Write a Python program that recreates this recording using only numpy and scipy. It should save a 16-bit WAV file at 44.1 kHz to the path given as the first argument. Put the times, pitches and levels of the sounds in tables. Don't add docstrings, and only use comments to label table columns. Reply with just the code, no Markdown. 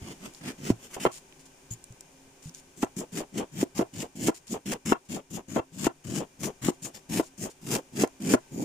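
import sys
import numpy as np
from scipy import signal
from scipy.fft import rfft, irfft
from scipy.io import wavfile
from scipy.ndimage import uniform_filter1d

SR = 44100
rng = np.random.default_rng(int(sys.argv[2]) if len(sys.argv) > 2 else 0)


def transcribe(u):
    v = np.clip(np.atleast_2d(u).T, -1, 1)
    q = np.round(v * 32767).astype(np.int16)
    wavfile.write(sys.argv[1], SR, q)


N = 381024
TIME = np.arange(N) / SR

# start_s, push_length_s, crunch_db, body_db, build_up_db, brightness_db
PUSHES = [(0.006, 0.1, -43.5, -41, 13, -2.0), (0.205, 0.056, -43.5, -41.5, 13.5, -3),
          (0.411, 0.077, -37, -35, 19.5, -3), (0.581, 0.12, -37.5, -33.5, 20.0, -1),
          (0.771, 0.084, -48.0, -53.5, 23, 0.5), (0.899, 0.045, -43, -54, 17, 1.5),
          (1.0, 0.041, -36.0, -40, 4.0, 0), (2.767, 0.078, -43.5, -45, 8.5, 7.5),
          (2.968, 0.026, -38, -33.5, 1.5, 6.0), (3.122, 0.066, -37.5, -32.5, 13.5, 3.0),
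          (3.326, 0.063, -36.5, -27.5, 29, 1.0), (3.521, 0.099, -34, -30.5, 25, 2.5),
          (3.752, 0.038, -35.5, -37.5, 10, 2), (3.932, 0.081, -36, -34.5, 17.5, 1.5),
          (4.155, 0.12, -32, -28.5, 21, 2.5), (4.499, 0.028, -35.5, -30, 16, 6.5),
          (4.66, 0.052, -36, -31.0, 6.0, 3), (4.858, 0.053, -31.5, -27.5, 7, 1.5),
          (5.092, 0.058, -36, -33.5, 9, 1.5), (5.306, 0.052, -38, -35.5, 13.5, 5.5),
          (5.485, 0.083, -40.5, -36.5, 9.5, 2.5), (5.722, 0.13, -35.5, -32.5, 24, 2.0),
          (6.05, 0.14, -37.5, -30, 14, 2), (6.395, 0.061, -34, -30.5, 21.5, 4.0),
          (6.621, 0.058, -31, -28, 13.5, 2.0), (6.824, 0.03, -36.5, -42, 6, 10),
          (6.938, 0.013, -43, -51.5, 14.0, 1.5), (7.095, 0.09, -31.5, -27.5, 11, 3),
          (7.379, 0.063, -35, -34, 15.5, 6.0), (7.615, 0.13, -29.5, -28, 29.5, 3.0),
          (7.925, 0.097, -28, -24, 32.5, 3.0), (8.204, 0.13, -29.5, -23, 19.5, 3),
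          (8.516, 0.11, -39.5, -29, 17, 4.0)]
# time_s, thud_peak_db, thud_hz, chatter_length_s, low_ring_db, high_ring_db
LANDINGS = [(0.702, -8, 250, 0.022, -36, -40), (1.052, -9, 430, 0.023, -22, -21.5),
            (2.83, -13.5, 257, 0.017, -25.5, -28), (3.629, -10.5, 298, 0.0065, -30, -39),
            (3.792, -13, 265, 0.039, -23.5, -33), (4.284, -10.5, 310, 0.019, -22, -28.5),
            (4.921, -10, 313, 0.014, -28.5, -18.5), (5.561, -17, 254, 0.04, -24, -29.5),
            (5.868, -11.5, 305, 0.011, -25.5, -24.5), (6.685, -10.5, 293, 0.018, -26.5, -33.5),
            (7.197, -10.5, 328, 0.017, -25, -30.5), (8.036, -8.5, 360, 0.013, -27, -26.5),
            (8.338, -9, 308, 0.015, -17, -22.5)]
# frequency_hz, relative_level_db_per_hz
CRUNCH_SPECTRUM = [(300, -2.5), (700, 2.5), (1400, -0.5), (2000, 1.5), (3000, 2), (4000, -6), (5200, -0.5),
                   (6300, -1.5), (7000, 3), (7700, 1), (9000, -4), (11000, -8), (15000, -11), (17000, -20)]
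# frequency_hz, likeness (-1 to 1)
COHERENCE = [(100, 0.97), (280, 0.96), (500, 0.62), (1000, 0), (2200, 0.15), (5000, 0.13), (12000, 0.012)]
CRUNCH_FADE_S, CRUNCH_FADE_CURVE = 0.042, 1.29
BODY_FADE_S, BODY_FADE_CURVE = 0.0539, 1.38


def from_db(db):
    return 10 ** (np.asarray(db) / 20)


def rms_one(x):
    return x / np.sqrt(np.mean(x ** 2) + 1e-20)


def at_hz(points, hz):
    points = np.array(points)
    return np.interp(np.log(hz + 1e-9), np.log(points[:, 0]), points[:, 1])


def band(x, hz, kind, order=2):
    sos = signal.butter(order, hz, kind, fs=SR, output="sos")
    return signal.sosfilt(sos, x + 1e-18)


def drift(t, per_s):
    return rms_one(np.interp(t * per_s, np.arange(len(t)), rng.standard_normal(len(t))))


def stereo_mix(mid, side, alike):
    return np.sqrt(1 + alike) * mid + np.array([[1], [-1]]) * np.sqrt(1 - alike) * side


def colour(pair, spectrum, shift=1, modes=()):
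    # frequency_hz, difference_db
    balance = [(120, 3.5), (280, -1), (600, 0.5), (1500, -0.5), (3000, 2), (5000, 2), (6800, 9.5),
               (8300, -5.5), (10000, -3), (12500, 3)]
    size = pair.shape[-1]
    hz = np.arange(size // 2 + 1) * SR / size
    level = at_hz(spectrum, hz / shift)
    for centre, width, db in modes:
        level = level + db / (1 + (2 * (hz - centre) / width) ** 2)
    alike = np.clip(at_hz(COHERENCE, hz), -1, 1)
    mid, side = rfft(pair)
    both = stereo_mix(mid, side, alike)
    tilt = np.array([[1], [-1]]) * at_hz(balance, hz) / 2
    return rms_one(irfft(both * from_db(level + tilt), size))


def fractures(per_s, size=N):
    born = rng.random(size) < per_s / SR
    sizes = from_db(1.5 * np.minimum(rng.exponential(1, size), 4))
    return born * sizes * rng.standard_normal((2, size))


def steady(x, span_s):
    power = uniform_filter1d(np.mean(x ** 2, axis=0), int(span_s * SR))
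    return x / np.sqrt(np.abs(power) + 1e-9)


def swell(t, times, levels_db, attack_s, release_s):
    knots = [times[0] - attack_s, *times, times[-1] + release_s]
    knots_db = [levels_db[0] - 40, *levels_db, levels_db[-1] - 40]
    first, last = np.searchsorted(t, [knots[0], knots[-1]])
    gain = np.zeros(len(t))
    gain[first:last] = from_db(np.interp(t[first:last], knots, knots_db))
    return gain


def rubbing(table, spectrum, per_s, fade_db, release_s):
    slips = steady(colour(fractures(per_s), spectrum), 0.077)
    contact = np.zeros(N)
    for s, length, db in table:
        contact += swell(TIME, [s, s + length], [db + fade_db, db - fade_db],
                         attack_s=0.0087, release_s=release_s)
    return slips * contact


def ring(clicks, hz, t60):
    radius = from_db(-60 / (t60 * SR))
    angle = 2 * np.pi * hz / SR
    feedback = [1, -2 * radius * np.cos(angle), radius * radius]
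    return signal.lfilter([0, np.sin(angle)], feedback, clicks + 1e-18)


def add(out, s, sound):
    at = int(s * SR)
    out[:, at:at + sound.shape[-1]] += sound[..., :N - at]


def room_air(floor_db=0.0):
    # frequency_hz, relative_level_db_per_hz
    floor_spectrum = [(25, -3), (80, -7.5), (300, -8), (460, -13), (900, -7.5), (1300, -16.5), (2900, -15),
                      (4100, -21.5), (5400, -16.5), (6900, -15), (8000, -18), (9000, -18), (12500, -28),
                      (16000, -27.5)]
    # centre_hz, width_hz, boost_db
    air_modes = [(151, 24, 9.5), (266, 9.3, 17.5), (387, 67, 11.5), (534, 51, 6.5), (1550, 54, 9),
                 (2393, 52, 9.5)]
    # time_s, level_db
    ambience = [(0, -52.5), (1.1, -55.5), (2.5, -56.5), (4.2, -58.5), (5.5, -61.5), (6.6, -57), (7.4, -58),
                (8.6, -55.5)]
    noise = colour(rng.standard_normal((2, N)), floor_spectrum, modes=air_modes)
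    return from_db(floor_db + np.interp(TIME, *np.transpose(ambience))) * noise


def patchy(x):
    t = TIME[:SR // 100]
    response = rng.standard_normal((2, len(t))) * np.exp(-t / .0016)
    response /= np.sqrt(np.sum(response ** 2, axis=1, keepdims=True))
    return x + .55 * signal.fftconvolve(x, response, axes=1)[:, :x.shape[1]]


def push(t, length_s, build_db, fade_s, fade_curve):
    entry = 3302 * np.minimum(t, 0)
    build = -build_db * np.clip(1 - t / length_s, 0, 1) ** 1.304
    fade = -20 * (np.maximum(t - length_s, 0) / fade_s) ** fade_curve
    return from_db(entry + build + fade)


def rest_time(start, length):
    rests = (s + chatter for s, _, _, chatter, *_ in LANDINGS if start < s < start + length + .04)
    return min(rests, default=np.inf)


def cutting(crunch_db=0.0, body_db=0.0, split_hz=4500, glide_octaves=.5,
            cells_per_s=6500, layers_db=2.0, layers_per_s=110):
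    # frequency_hz, relative_level_db_per_hz
    body_spectrum = [(25, -54.5), (70, -24), (110, -8.5), (170, 0.5), (235, 1), (290, -3.5), (380, -6.5),
                     (480, -18.5), (700, -21), (1200, -45), (3000, -68)]
    # time_s, body_pitch_ratio
    wedge_pitch = [(0, 1.02), (3.2, 1.14), (3.7, 0.82), (4.4, 1.14), (4.8, 0.98), (7.1, 0.92), (8.3, 1.11)]
    body_build_share, stop_db_per_s = 0.77, 1506
    out, t = np.zeros((2, N)), TIME[:2 ** 14] - .008
    low_pass = signal.butter(2, split_hz, fs=SR, output="sos")
    for start, length, peak_db, shake_db, build_db, bright_db in PUSHES:
        cells = patchy(fractures(cells_per_s, size=len(t)))
        cells = steady(colour(cells, CRUNCH_SPECTRUM), .012)
        dull = signal.sosfiltfilt(low_pass, cells)
        cells = from_db(-.75 * bright_db) * dull + from_db(0.89 * bright_db) * (cells - dull)
        layers = from_db(layers_db * drift(t - t[0], layers_per_s))
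        crunch = rms_one(cells) * layers
        crunch = crunch * push(t, length, build_db, CRUNCH_FADE_S, CRUNCH_FADE_CURVE)

        depth = np.clip(t / (length + BODY_FADE_S / 2), 0, 1)
        reading_place = np.cumsum(2 ** (glide_octaves * (depth - .5)))
        pitch = np.interp(start, *np.transpose(wedge_pitch))
        jerks = colour(fractures(per_s=1500, size=len(t)), body_spectrum, shift=pitch)
        jerks = np.array([np.interp(reading_place, np.arange(len(t)), side) for side in jerks])
        jerks = steady(jerks, 0.0231)
        body = jerks * push(t, length, body_build_share * build_db, BODY_FADE_S, BODY_FADE_CURVE)

        since_rest = np.maximum(start + t - rest_time(start, length), 0)
        moving = from_db(-stop_db_per_s * since_rest)
        stroke = from_db(crunch_db + peak_db) * crunch + from_db(body_db + shake_db) * body
        add(out, max(start + t[0], 0), moving * stroke)
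    return out


def handling(thump_t60=0.12, upper_db=-7, snap_s=0.0016, snap_width=1.11):
    # time_s, peak_db, lower_tone_hz
    thumps = [(0.019, -34, 89), (0.706, -20.5, 113), (1.709, -30, 116), (1.727, -42, 114),
              (1.904, -38, 121), (2.457, -33, 154), (2.477, -38, 170)]
    # time_s, peak_db, centre_hz
    snaps = [(0.338, -36, 7000), (.348, -35, 4730), (1.325, -39, 2580), (1.841, -30, 7740),
             (1.924, -38.5, 7000), (2.008, -28.5, 7600), (2.494, -35, 6000), (2.548, -27, 6300),
             (4.48, -37, 5000), (8.075, -33, 6950)]
    out, t = np.zeros((2, N)), TIME[:SR // 5]
    soft_blow = band(signal.unit_impulse(len(t)), 163, "low")
    for s, db, hz in thumps:
        bump = ring(soft_blow, hz, thump_t60)
        bump = bump + from_db(upper_db) * ring(soft_blow, hz * 1.47, thump_t60)
        add(out, s, from_db(db) * bump / np.abs(bump).max())
    for s, db, hz in snaps:
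        burst = rng.standard_normal((2, len(t))) * np.exp(-t / snap_s)
        tick = band(burst, [hz / snap_width, hz * snap_width], "band", order=1)
        add(out, s, from_db(db) * tick / np.abs(tick).max())
    return out


def rustling():
    # start_s, length_s, level_db
    rustles = [(0.335, 0.054, -55), (1.117, 0.066, -46), (1.395, 0.019, -56.5), (1.455, 0.011, -54.5),
               (1.706, 0.033, -50.5), (2.425, 0.065, -52.5), (2.542, 0.057, -52.5), (4.345, 0.032, -48),
               (4.47, 0.041, -50), (5.052, 0.017, -62), (6.715, 0.039, -62), (7.225, 0.052, -52),
               (7.5, 0.016, -51)]
    # frequency_hz, relative_level_db_per_hz
    leaf_spectrum = [(300, -7), (1500, -8), (2600, -2), (4000, -3), (5400, 1.5), (6400, 0), (7000, 7),
                     (7700, 1.5), (9000, 1), (11500, -8.5), (16000, -13)]
    return rubbing(rustles, leaf_spectrum, per_s=7900, fade_db=0.0, release_s=0.048)


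def knocks(thud_db=0.0, low_db=-3.0, high_db=-2.0, crack_db=-15, thud_width=1.32,
           chatter_fall_db=9, drop_db=7):
    # frequency_hz, relative_level_db, t60_s
    board_modes = [(120, -15, 0.11), (249, -11.5, 0.1), (361, 0, 0.04), (486, -5, 0.033),
                   (660, -2.5, 0.047), (812, 1.5, 0.0076), (990, -2, 0.028), (1063, -6.5, 0.043),
                   (1360, -5, 0.019), (1733, -18.5, 0.03), (2050, -11, 0.01), (2700, -14, 0.064),
                   (3180, -15.5, 0.013), (4080, -28, .008)]
    out, t = np.zeros((2, N)), TIME[:SR // 6]
    blow = signal.unit_impulse(len(t))
    for s, peak_db, hz, length, low_ring_db, high_ring_db in LANDINGS:
        thud = -band(blow, [hz / thud_width, hz * thud_width], "band")
        touches = (rng.random(len(t)) < 900 / SR) * (t < length)
        touches = touches * from_db(-chatter_fall_db * t / length)
        low, high = np.zeros((2, 2, len(t)))
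        for mode_hz, level_db, t60 in board_modes:
            mid, side = rng.standard_normal((2, len(t))) * (touches + 1.44 * blow)
            alike = np.clip(at_hz(COHERENCE, mode_hz), -1, 1)
            drive = stereo_mix(mid, side, alike)
            mode = from_db(level_db) * rms_one(ring(drive, mode_hz, t60))
            if mode_hz < 750:
                low += mode
            else:
                high += mode
        low *= np.minimum(t / .006, 1) ** 2
        low = band(low, 97, "high")
        dropped = from_db(-drop_db * np.clip((t - length) / 0.0043, 0, 1))
        low, high = low * dropped, high * dropped
        held = t < length + .004
        sound = from_db(peak_db + thud_db) * thud / np.abs(thud).max()
        sound = sound + from_db(low_ring_db + low_db) * low / low[:, held].std()
        sound += from_db(high_ring_db + high_db) * high / high[:, held].std()
        crack = band(rng.standard_normal((2, len(t))), [900, 6000], "band", order=1)
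        crack = crack * np.exp(-t / 0.00039)
        add(out, s, sound + from_db(peak_db + crack_db) * crack)
    return out


def tearing():
    # start_s, length_s, mean_level_db
    tears = [(.945, .012, -43), (2.823, 0.013, -35), (3.173, 0.013, -37), (3.61, 0.012, -38),
             (4.018, 0.011, -38), (4.272, 0.01, -28.5), (4.718, 0.019, -32.5), (5.843, 0.029, -32.5),
             (6.043, 0.0093, -50), (6.16, .03, -41), (6.433, 0.015, -33.5), (6.852, 0.013, -40.5),
             (7.752, .014, -29), (7.969, 0.0073, -39.5)]
    return rubbing(tears, CRUNCH_SPECTRUM, per_s=5000, fade_db=1, release_s=0.011)


def dragging():
    # start_s, length_s, mean_level_db
    creaks = [(0.966, 0.023, -37.5)]
    # frequency_hz, relative_level_db_per_hz
    drag_spectrum = [(100, -4), (220, -2), (330, 8), (430, 9.5), (720, 5), (1050, 0), (1400, -9),
                     (2000, -15), (3200, -13), (4200, -30), (16000, -69)]
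    shredding_from_s, lag_s, drag_s, drag_db = 2.6, 0.015, .035, -5.5
    slides = []
    for start, length, _, shake_db, *_ in PUSHES:
        if start > shredding_from_s and rest_time(start, length) == np.inf:
            slides.append((start + length + lag_s, drag_s, shake_db + drag_db))
    return rubbing(slides + creaks, drag_spectrum, per_s=4000, fade_db=4.0, release_s=0.034)


def squeaking():
    # start_s, length_s, mean_level_db
    squeaks = [(1.71, 0.032, -39.5)]
    # frequency_hz, relative_level_db_per_hz
    squeak_spectrum = [(5800, -39), (7000, -3), (8400, -28)]
    return rubbing(squeaks, squeak_spectrum, per_s=3000, fade_db=5.0, release_s=0.024)


def kitchen(x, hold_s=0.033):
    t60_s, room_db, top_hz = 0.081, -14.5, 3200
    t = TIME[:SR // 3]
    echoes = band(rng.standard_normal((2, len(t))), [550, top_hz], "band", order=1)
    decay = from_db(-60 * np.maximum(t - hold_s, 0) / t60_s) * (t > .005)
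    response = echoes * decay / np.sqrt(np.sum(decay ** 2))
    return from_db(room_db) * signal.fftconvolve(x, response, axes=1)[:, :N]


def scene(cut_room_db=-6):
    # time_s, left_minus_right_db
    cutting_place = [(0, -1.5), (3.3, 1), (4.5, -0.5), (5.3, 2.5), (5.65, 2.5), (6.4, 3), (7.3, 1.5),
                     (8.3, -0.5)]
    pan = from_db(np.interp(TIME, *np.transpose(cutting_place)) * [[.5], [-.5]])
    cuts = pan * (cutting() + tearing() + dragging())
    cuts = cuts + rustling() + squeaking() + handling()
    blows = pan * knocks()
    return cuts + blows + kitchen(from_db(cut_room_db) * cuts + blows) + room_air()


def record(dry):
    return signal.sosfilt(signal.ellip(10, .2, 80, 15400, fs=SR, output="sos"), dry)


dry = scene()
out = record(dry)
transcribe(out)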